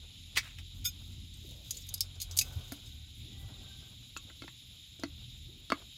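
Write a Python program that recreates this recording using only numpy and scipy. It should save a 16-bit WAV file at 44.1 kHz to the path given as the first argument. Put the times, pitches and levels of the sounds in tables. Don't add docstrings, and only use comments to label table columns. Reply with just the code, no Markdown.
import sys
import numpy as np
from scipy import signal
from scipy.fft import rfft, irfft
from scipy.io import wavfile

SR = 44100
rng = np.random.default_rng(int(sys.argv[2]) if len(sys.argv) > 2 else 0)


def transcribe(u):
    v = np.clip(np.atleast_2d(u).T, -1, 1)
    q = np.round(v * 32767).astype(np.int16)
    wavfile.write(sys.argv[1], SR, q)


def amplitude_ratio(level_db):
    exponent = np.asarray(level_db, float) / 20
    return 10 ** exponent


N = 263277


def in_time(rows):
    s, *columns = np.transpose(rows)
    return [np.interp(np.arange(N) / SR, s, c) for c in columns]


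def rms_one(x):
    return x / np.sqrt(np.mean(x ** 2) + 1e-20)


def drift(rate):
    r = np.exp(-80 * np.pi * rate / SR)
    slow = signal.lfilter([1], [1, -2 * r, r * r], rng.standard_normal(N // 40 + 2002))[2000:]
    return np.interp(np.arange(N) / 40, np.arange(len(slow)), rms_one(slow))


def resonance(x, hz, width):
    r = np.exp(-np.pi * width / SR)
    b = np.array([1, 0, -1]) * (1 - r * r) / 2
    return signal.lfilter(b, [1, -2 * r * np.cos(2 * np.pi * hz / SR), r * r], x)


def sharp_resonance(x, hz, width):
    return resonance(resonance(x, hz, width), hz, width)


def high_pass(x, hz):
    return signal.sosfilt(signal.butter(4, hz, "high", fs=SR, output="sos"), x)


def swell(start, length, level_db):
    s = start + length * np.array([0, 0.31, 1])
    edge_db = level_db - 13.5
    return amplitude_ratio(np.interp(np.arange(N) / SR, s, [edge_db, level_db, edge_db], left=-400, right=-400))


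def add(out, s, sound, peak_db):
    at = round(s * SR)
    sound = sound[:N - at]
    out[at:at + len(sound)] += sound * amplitude_ratio(peak_db) / np.max(np.abs(sound))


def strike(hz, level_db, t60, chatter, crack_db, crack_hz):
    t = np.arange(int(.2 * SR)) / SR
    touch = rng.standard_normal(len(t)) ** 3 * np.exp(-(t / max(chatter, 1e-4)) ** 2)
    touch[0] += 11.0
    spin = np.exp(2j * np.pi * hz * t[:1200, None])
    drive = np.abs(np.cumsum(touch[:1200, None] * spin, axis=0)).max(axis=0)
    decay = amplitude_ratio(-60 * t[:, None] / t60)
    body = (amplitude_ratio(level_db) / drive * decay * np.sin(2 * np.pi * hz * t[:, None])).sum(axis=1)
    rung = signal.fftconvolve(touch, body)[:len(t)]
    crack = touch + 2.6 * rng.standard_normal(len(t)) * np.exp(-t / (0.006 + chatter / 2))
    crack = sharp_resonance(crack, crack_hz, crack_hz * 0.75)
    return rung / np.max(np.abs(rung)) + amplitude_ratio(crack_db) * crack / np.max(np.abs(crack))


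# (time [s], peak level [dB], chatter [s], loudest mode [Hz], high modes [dB])
POLE_CLACKS = [(1.339, -46, .0035, 8300, -7), (1.371, -52, .0026, 12200, 6), (1.708, -21.5, 0.004, 6900, 2),
               (1.49, -40.5, 0.01, 4300, -3), (1.742, -41, .02, 4400, -12), (1.768, -32, 0.0052, 7000, -4),
               (1.822, -45, 0.0048, 5530, -12), (1.867, -45, 0.0033, 12600, 6),
               (1.889, -33.5, 0.005, 6700, 4), (1.9405, -18.5, 0.0039, 5030, 7),
               (1.979, -39, .003, 5100, -8), (2.007, -13.5, 0.0027, 5320, -1.5),
               (2.155, -46.5, 0.0055, 5790, -25), (2.201, -31, 0.027, 4266, -8),
               (2.216, -22, 0.014, 6730, 2), (4.9977, -41, 0.0019, 4140, -20),
               (2.311, -29.5, .01, 5900, -14), (2.368, -25.5, .0027, 6540, 6),
               (2.3732, -14, .0001, 5370, 11), (2.388, -5.5, 0.0057, 6720, 1.5),
               (2.412, -18.5, 0.0075, 2610, 0), (2.721, -30, 0.0023, 11750, 3.5),
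               (2.86, -46.5, 0.018, 5140, -14), (4.172, -34, 0.00228, 6850, -9)]
# (time [s], peak level [dB], chatter [s])
FREE_RATTLES = [
    (.844, -32.5, 0.006),
    (.8505, -21.5, 0.019),
    (.875, -32.5, 0.055),
]
# (frequency [Hz], level [dB], t60 [s])
TUBE_MODES = [(732, -36, .12), (1448, -17, .2), (2449, -14, .18), (3585, -1, .13), (5001, -2, .09),
              (5300, -5, .08), (6370, -6, .08), (6580, -1, .085), (6720, -5, .08), (7420, -12, .065),
              (8253, -8, .065), (10030, -7, .06), (12310, -3, .085), (14140, -6, .065)]
TUBE_SIZES = [0.94, 1.0, 1.026]


def poles():
    out = np.zeros(N)
    hz, level_db, t60 = np.transpose(TUBE_MODES)
    free_db = level_db + 11 * (hz < 2000) + 5 * (hz < 3000)
    for s, peak_db, chatter in FREE_RATTLES:
        rattle = strike(hz, free_db, t60 * 1.1, chatter, crack_db=-14, crack_hz=9000)
        add(out, s, high_pass(rattle, 2400), peak_db)
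    grip_s = .892
    out = out * amplitude_ratio(-1600 * np.maximum(np.arange(N) / SR - grip_s, 0))

    hz = np.outer(TUBE_SIZES, hz).ravel()
    level_db = np.tile(level_db, 3) - 16 * (hz < 4000)
    t60 = np.tile(np.minimum(t60, .075), 3)
    for s, peak_db, chatter, loud_hz, high_db in POLE_CLACKS:
        wall_hz = rng.uniform(3800, 14500, 30)
        all_hz = np.r_[hz, wall_hz, loud_hz]
        all_db = np.r_[level_db, np.full(len(wall_hz), -13.0), 10]
        all_db = all_db + high_db * (all_hz > 9000) + rng.normal(0, 3.5, len(all_hz))
        all_t60 = np.r_[t60, np.full(len(wall_hz), .05), .08] * 0.45
        clack = strike(all_hz, all_db, all_t60, chatter, crack_db=-10 + high_db / 2, crack_hz=7800)
        add(out, s, high_pass(clack, 2790), peak_db)
    return out


# (start [s], length [s], level [dB])
HAND_SLIDES = [
    (.74, 0.11, -64),
    (.95, 0.33, -68),
    (1.37, 0.32, -60),
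    (1.64, 0.18, -58.5),
    (1.715, 0.18, -59),
    (2.3, 0.24, -55.5),
    (2.45, 0.55, -61),
]


def slide_gain():
    return sum(swell(*slide) for slide in HAND_SLIDES)


def slides():
    grit = rng.standard_normal(N) ** 3 * amplitude_ratio(3.5 * drift(40))
    sung = np.zeros(N)
    for mode_hz, level_db, t60 in TUBE_MODES:
        if mode_hz > 3000:
            for size in TUBE_SIZES:
                hz = mode_hz * size
                sung += amplitude_ratio(level_db * 0.75) * resonance(grit, hz, hz * 0.017)
    return rms_one(sung) * slide_gain()


# (time [s], peak level [dB], boom level [dB], loudest mode [Hz], chatter [s])
TOP_KNOCKS = [(2.72, -33.5, 5.5, 310, 0.0056), (4.165, -26.5, -15.5, 2670, 0.0017),
              (4.299, -48, -5, 1505, 0.0072), (4.421, -34, 3, 2120, 0.0019), (4.438, -45, 8, 320, .0071),
              (4.479, -38, -11, 1810, 0.0018), (4.994, -46.5, 14, 300, .004),
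              (5.0356, -22, 4, 1950, 0.0027), (5.702, -22, -2, 1320, 0.00071),
              (5.7199, -15, 1, 1220, 0.0049), (5.924, -63, -9, 2050, 0.0019)]
# (frequency [Hz], level [dB], t60 [s])
DISC_MODES = [(222, -25, 0.0088), (287, -2.5, 0.17), (333, -1.5, 0.11), (440.4, -11, 0.053),
              (555, -7.5, 0.024), (665, -8.5, 0.068), (960, -21, 0.068), (1129, -15.5, 0.13),
              (1389.5, -1.5, .04), (1660, 6, 0.009), (1770, -29, 0.024), (1980, -13, 0.04),
              (2600, -4, 0.072), (2820, -41, 0.03), (3390, -17, 0.055), (3160, -1, 0.027),
              (3830, -38, 0.012), (4400, 0, 0.037)]


def table_top():
    out = np.zeros(N)
    hz, level_db, t60 = np.transpose(DISC_MODES)
    for s, peak_db, boom_db, loud_hz, chatter in TOP_KNOCKS:
        tick_db = 1.5 - 4.5 * chatter / 0.00084
        colour_db = boom_db * (hz < 800) + tick_db / 2 * (hz > 2200) + rng.normal(0, 2.5, len(hz))
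        damping = .6 if s > 5.5 else .85
        all_db = np.r_[level_db + colour_db, 1.6]
        all_t60 = np.r_[t60 * damping, .034]
        knock = strike(np.r_[hz, loud_hz], all_db, all_t60, chatter, crack_db=tick_db, crack_hz=3080)
        add(out, s, high_pass(knock, 237), peak_db)
    return out


# (time [s], peak level [dB], rise [s], fall [s], centre [Hz])
BAG_CRUMPLES = [(0.356, -36, .0007, 0.013, 3420), (0.362, -25, 0.0016, 0.009, 3050),
                (0.375, -12, 0.0045, 0.0087, 2260), (0.383, -23.5, 0.0066, 0.007, 4540),
                (0.436, -41, 0.011, 0.079, 2600), (0.476, -46, 0.094, 0.021, 1600),
                (0.585, -35.5, 0.00096, 0.011, 2510), (1.442, -48.5, 0.013, 0.032, 330),
                (1.52, -57, 0.035, 0.099, 520), (1.6, -64, 0.02, 0.028, 597),
                (1.77, -58.5, 0.11, 0.038, 446), (2.55, -60, 0.096, 0.048, 725),
                (2.731, -42, 0.005, 0.012, 12000), (3.19, -51, 0.018, 0.026, 12100),
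                (3.41, -48, 0.026, 0.028, 12100), (3.272, -54, 0.035, 0.092, 270),
                (3.6, -52.5, 0.023, 0.04, 247), (5.5, -55, 0.035, 0.085, 336)]
# (time [s], peak level [dB], half length [s], frequency [Hz])
FRAME_JOLT = (2.571, -29, .011, 92)


def bag():
    out, t = np.zeros(N), np.arange(-.05 * SR, .15 * SR) / SR
    for s, peak_db, rise, fall, centre_hz in BAG_CRUMPLES:
        snaps = rng.standard_normal(len(t)) * amplitude_ratio(5.1 * np.minimum(rng.exponential(1, len(t)), 4))
        dull = resonance(snaps, centre_hz, centre_hz * 0.35)
        if centre_hz > 1000:
            cloth = dull + amplitude_ratio(-25.5) * snaps
        else:
            cloth = resonance(dull, centre_hz, centre_hz * 0.59)
        add(out, s + t[0], cloth * np.exp(np.where(t < 0, t / rise, -t / fall)), peak_db)
    s, peak_db, half, jolt_hz = FRAME_JOLT
    add(out, s + t[0], -np.cos(2 * np.pi * jolt_hz * t) * np.exp(-(t / half) ** 2), peak_db)
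    return out


def under_tarp(x):
    t = np.arange(int(.08 * SR)) / SR
    wash = resonance(rng.standard_normal(len(t)), 1400, 8100) * amplitude_ratio(-60 * t / 0.09) * (t > .002)
    return signal.fftconvolve(x, wash / np.sqrt(np.sum(wash ** 2)))[:N]


def coloured(spectrum, patchy_db):
    hz, level_db = np.transpose(spectrum)
    grid = np.arange(N // 2 + 1) * SR / N + 1
    shape = amplitude_ratio(np.interp(np.log(grid), np.log(hz), level_db, left=-90, right=-90))
    return rms_one(irfft(rfft(rng.standard_normal(N)) * shape, N) * amplitude_ratio(patchy_db * drift(15.0)))


# (start [s], length [s], level [dB])
SITTER_SHIFTS = [
    (0, 1, -82),
    (0.876, 0.26, -79),
    (1.4, 0.22, -94),
    (1.803, 0.59, -74),
    (2.288, 0.61, -60),
    (3.304, 0.64, -70.5),
    (4.226, 0.16, -69),
    (5.004, 0.14, -65),
    (5.746, 0.11, -61.5),
]
# (frequency [Hz], level [dB per Hz])
RUSTLE_SPECTRUM = [(210, -29), (350, -2.5), (729, -4), (1030, -8.5), (1490, -6.5), (1880, -18.5),
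                   (2400, -10.5), (3120, -20), (5280, -120)]


def rustle():
    return (amplitude_ratio(-77.5) + sum(swell(*shift) for shift in SITTER_SHIFTS)) * coloured(RUSTLE_SPECTRUM, patchy_db=-3.5)


# (frequency [Hz], level [dB per Hz])
SHEEN_SPECTRUM = [(2000, -49), (5000, 49), (9000, -46), (13000, 55), (15500, -10), (17000, -22)]


def sheen():
    return (amplitude_ratio(-80) + amplitude_ratio(-11) * slide_gain()) * coloured(SHEEN_SPECTRUM, patchy_db=-3.0)


# (time [s], level [dB])
CICADA_LEVEL = [
    (0, -88),
    (2.5, -86),
    (3.2, -78),
    (4.2, -76.5),
    (5.97, -76),
]


def cicada():
    t = np.arange(N) / SR - 2.795
    level_db, = in_time(CICADA_LEVEL)
    throb = .5 + .5 * np.cos(2 * np.pi * (12.85 * t + .54 * t ** 2 / 2))
    beat = .5 + .5 * np.cos(2 * np.pi * np.cumsum(251 * (1 + 0.016 * drift(5.5))) / SR)
    clicks = rng.standard_normal(N) * beat ** 2 * (.12 + throb)
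    high = sharp_resonance(clicks, 13750, 1300)
    low = sharp_resonance(clicks, 10600, 1400)
    return amplitude_ratio(level_db) * rms_one(high + amplitude_ratio(-9.0) * low)


# (frequency [Hz], width [Hz], level [dB])
CICADA_DRUMS = [(2510, 890, -10), (3253, 730, -1.5), (3740, 440, 1), (4920, 1280, -9.5), (6585, 460, -13),
                (7136, 480, -10), (10740, 1060, -12.5), (14000, 1100, -20)]


def chorus():
    out = np.zeros(N)
    for hz, width, level_db in CICADA_DRUMS:
        band = sharp_resonance(rng.standard_normal(N), hz, width * 1.17)
        out += amplitude_ratio(level_db + 1.2 * drift(18)) * rms_one(band)
    return amplitude_ratio(-55 + 0.81 * drift(2.6)) * rms_one(out)


# (time [s], firing rate [per s], load level [dB])
ENGINE_RUN = [(0.0, 37.4, -51.5), (0.16, 40.5, -58), (0.63, 44, -52.5), (1.71, 43, -58), (1.88, 45.6, -54),
              (2.49, 43.7, -52.5), (2.71, 39.2, -58.5), (3.14, 37.5, -55.5), (4.87, 40.6, -70),
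              (5.12, 39.3, -57.5), (5.29, 40, -55), (5.97, 40.5, -68)]
# (level at mean load [dB], share of the load swing [1])
EXHAUST_ORDERS = [(-58, 1.8), (-55, 1.65), (-65, 0.77)]


def engine():
    rate, load_db = in_time(ENGINE_RUN)
    turn = 2 * np.pi * np.cumsum(rate * (1 + 0.01 * drift(7.7))) / SR
    geared_db = 7 * (np.arange(N) > 2.4 * SR)
    out = np.zeros(N)
    for k, (order_db, share) in enumerate(EXHAUST_ORDERS, 1):
        level_db = order_db + share * (load_db + 57) + geared_db * (k == 3)
        out += amplitude_ratio(level_db + 3.8 * drift(13.7)) * np.sin(k * turn)
    return out


# (start [s], length [s], pitch [Hz], level [dB], throat resonance [Hz])
FOWL_CALLS = [
    (2.155, 0.26, 361.6, -75, 1410),
    (2.376, .32, 373.8, -67, 1460),
    (2.86, .24, 380.5, -75, 1600),
    (3.321, 0.3, 393, -66.5, 2060),
    (3.62, .27, 390, -70, 1460),
]


def far_calls():
    out, t = np.zeros(N), np.arange(N) / SR
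    for start, length, pitch, level_db, throat in FOWL_CALLS:
        pitch = pitch - 12 * (t - start - length / 2)
        turn = 2 * np.pi * np.cumsum(pitch * (1 + .013 * drift(40))) / SR
        envelope = np.sqrt(swell(start, length, 2 * level_db))
        for k in range(1, 7):
            gain = amplitude_ratio(-15.5) + amplitude_ratio(-6) * (k == 2) + np.exp(-((k * pitch - throat) / 220) ** 2)
            out += envelope * amplitude_ratio(3.5 * drift(30)) * gain * np.sin(k * turn)
    return out


# (time [s], level [dB])
BREEZE_LEVEL = [(0.0, -68.5), (0.65, -64.5), (1.1, -60.5), (2.29, -67.5), (2.59, -62.5), (3.04, -67.5),
                (3.47, -58.5), (3.97, -66.5), (4.39, -68), (4.92, -70.5), (5.2, -63.5), (5.97, -69.5)]
# (frequency [Hz], level [dB per Hz])
RUMBLE_SPECTRUM = [(15, -35), (25, -4), (81, 3), (124, -2), (179, -10), (246, -11), (312, -18.5),
                   (560, -43.5), (700, -61), (910, -39), (1540, -120)]


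def breeze():
    level_db, = in_time(BREEZE_LEVEL)
    return amplitude_ratio(level_db + 11) * coloured(RUMBLE_SPECTRUM, patchy_db=2.0)


def scene():
    near = poles() + slides() + table_top() + bag()
    near = near + amplitude_ratio(-11.5) * under_tarp(near)
    cloth = rustle() + sheen()
    forest = cicada() + chorus() + engine() + far_calls() + breeze()
    return (near + cloth + forest)[None]


def roll_off(x):
    return signal.sosfilt(signal.butter(12, 16990, fs=SR, output="sos"), x)


def record(dry):
    mix = high_pass(dry, 36)
    mix = signal.sosfilt(signal.cheby2(12, 24, 16050, "low", fs=SR, output="sos"), mix)
    return roll_off(mix)


dry = scene()
out = record(dry)
transcribe(out)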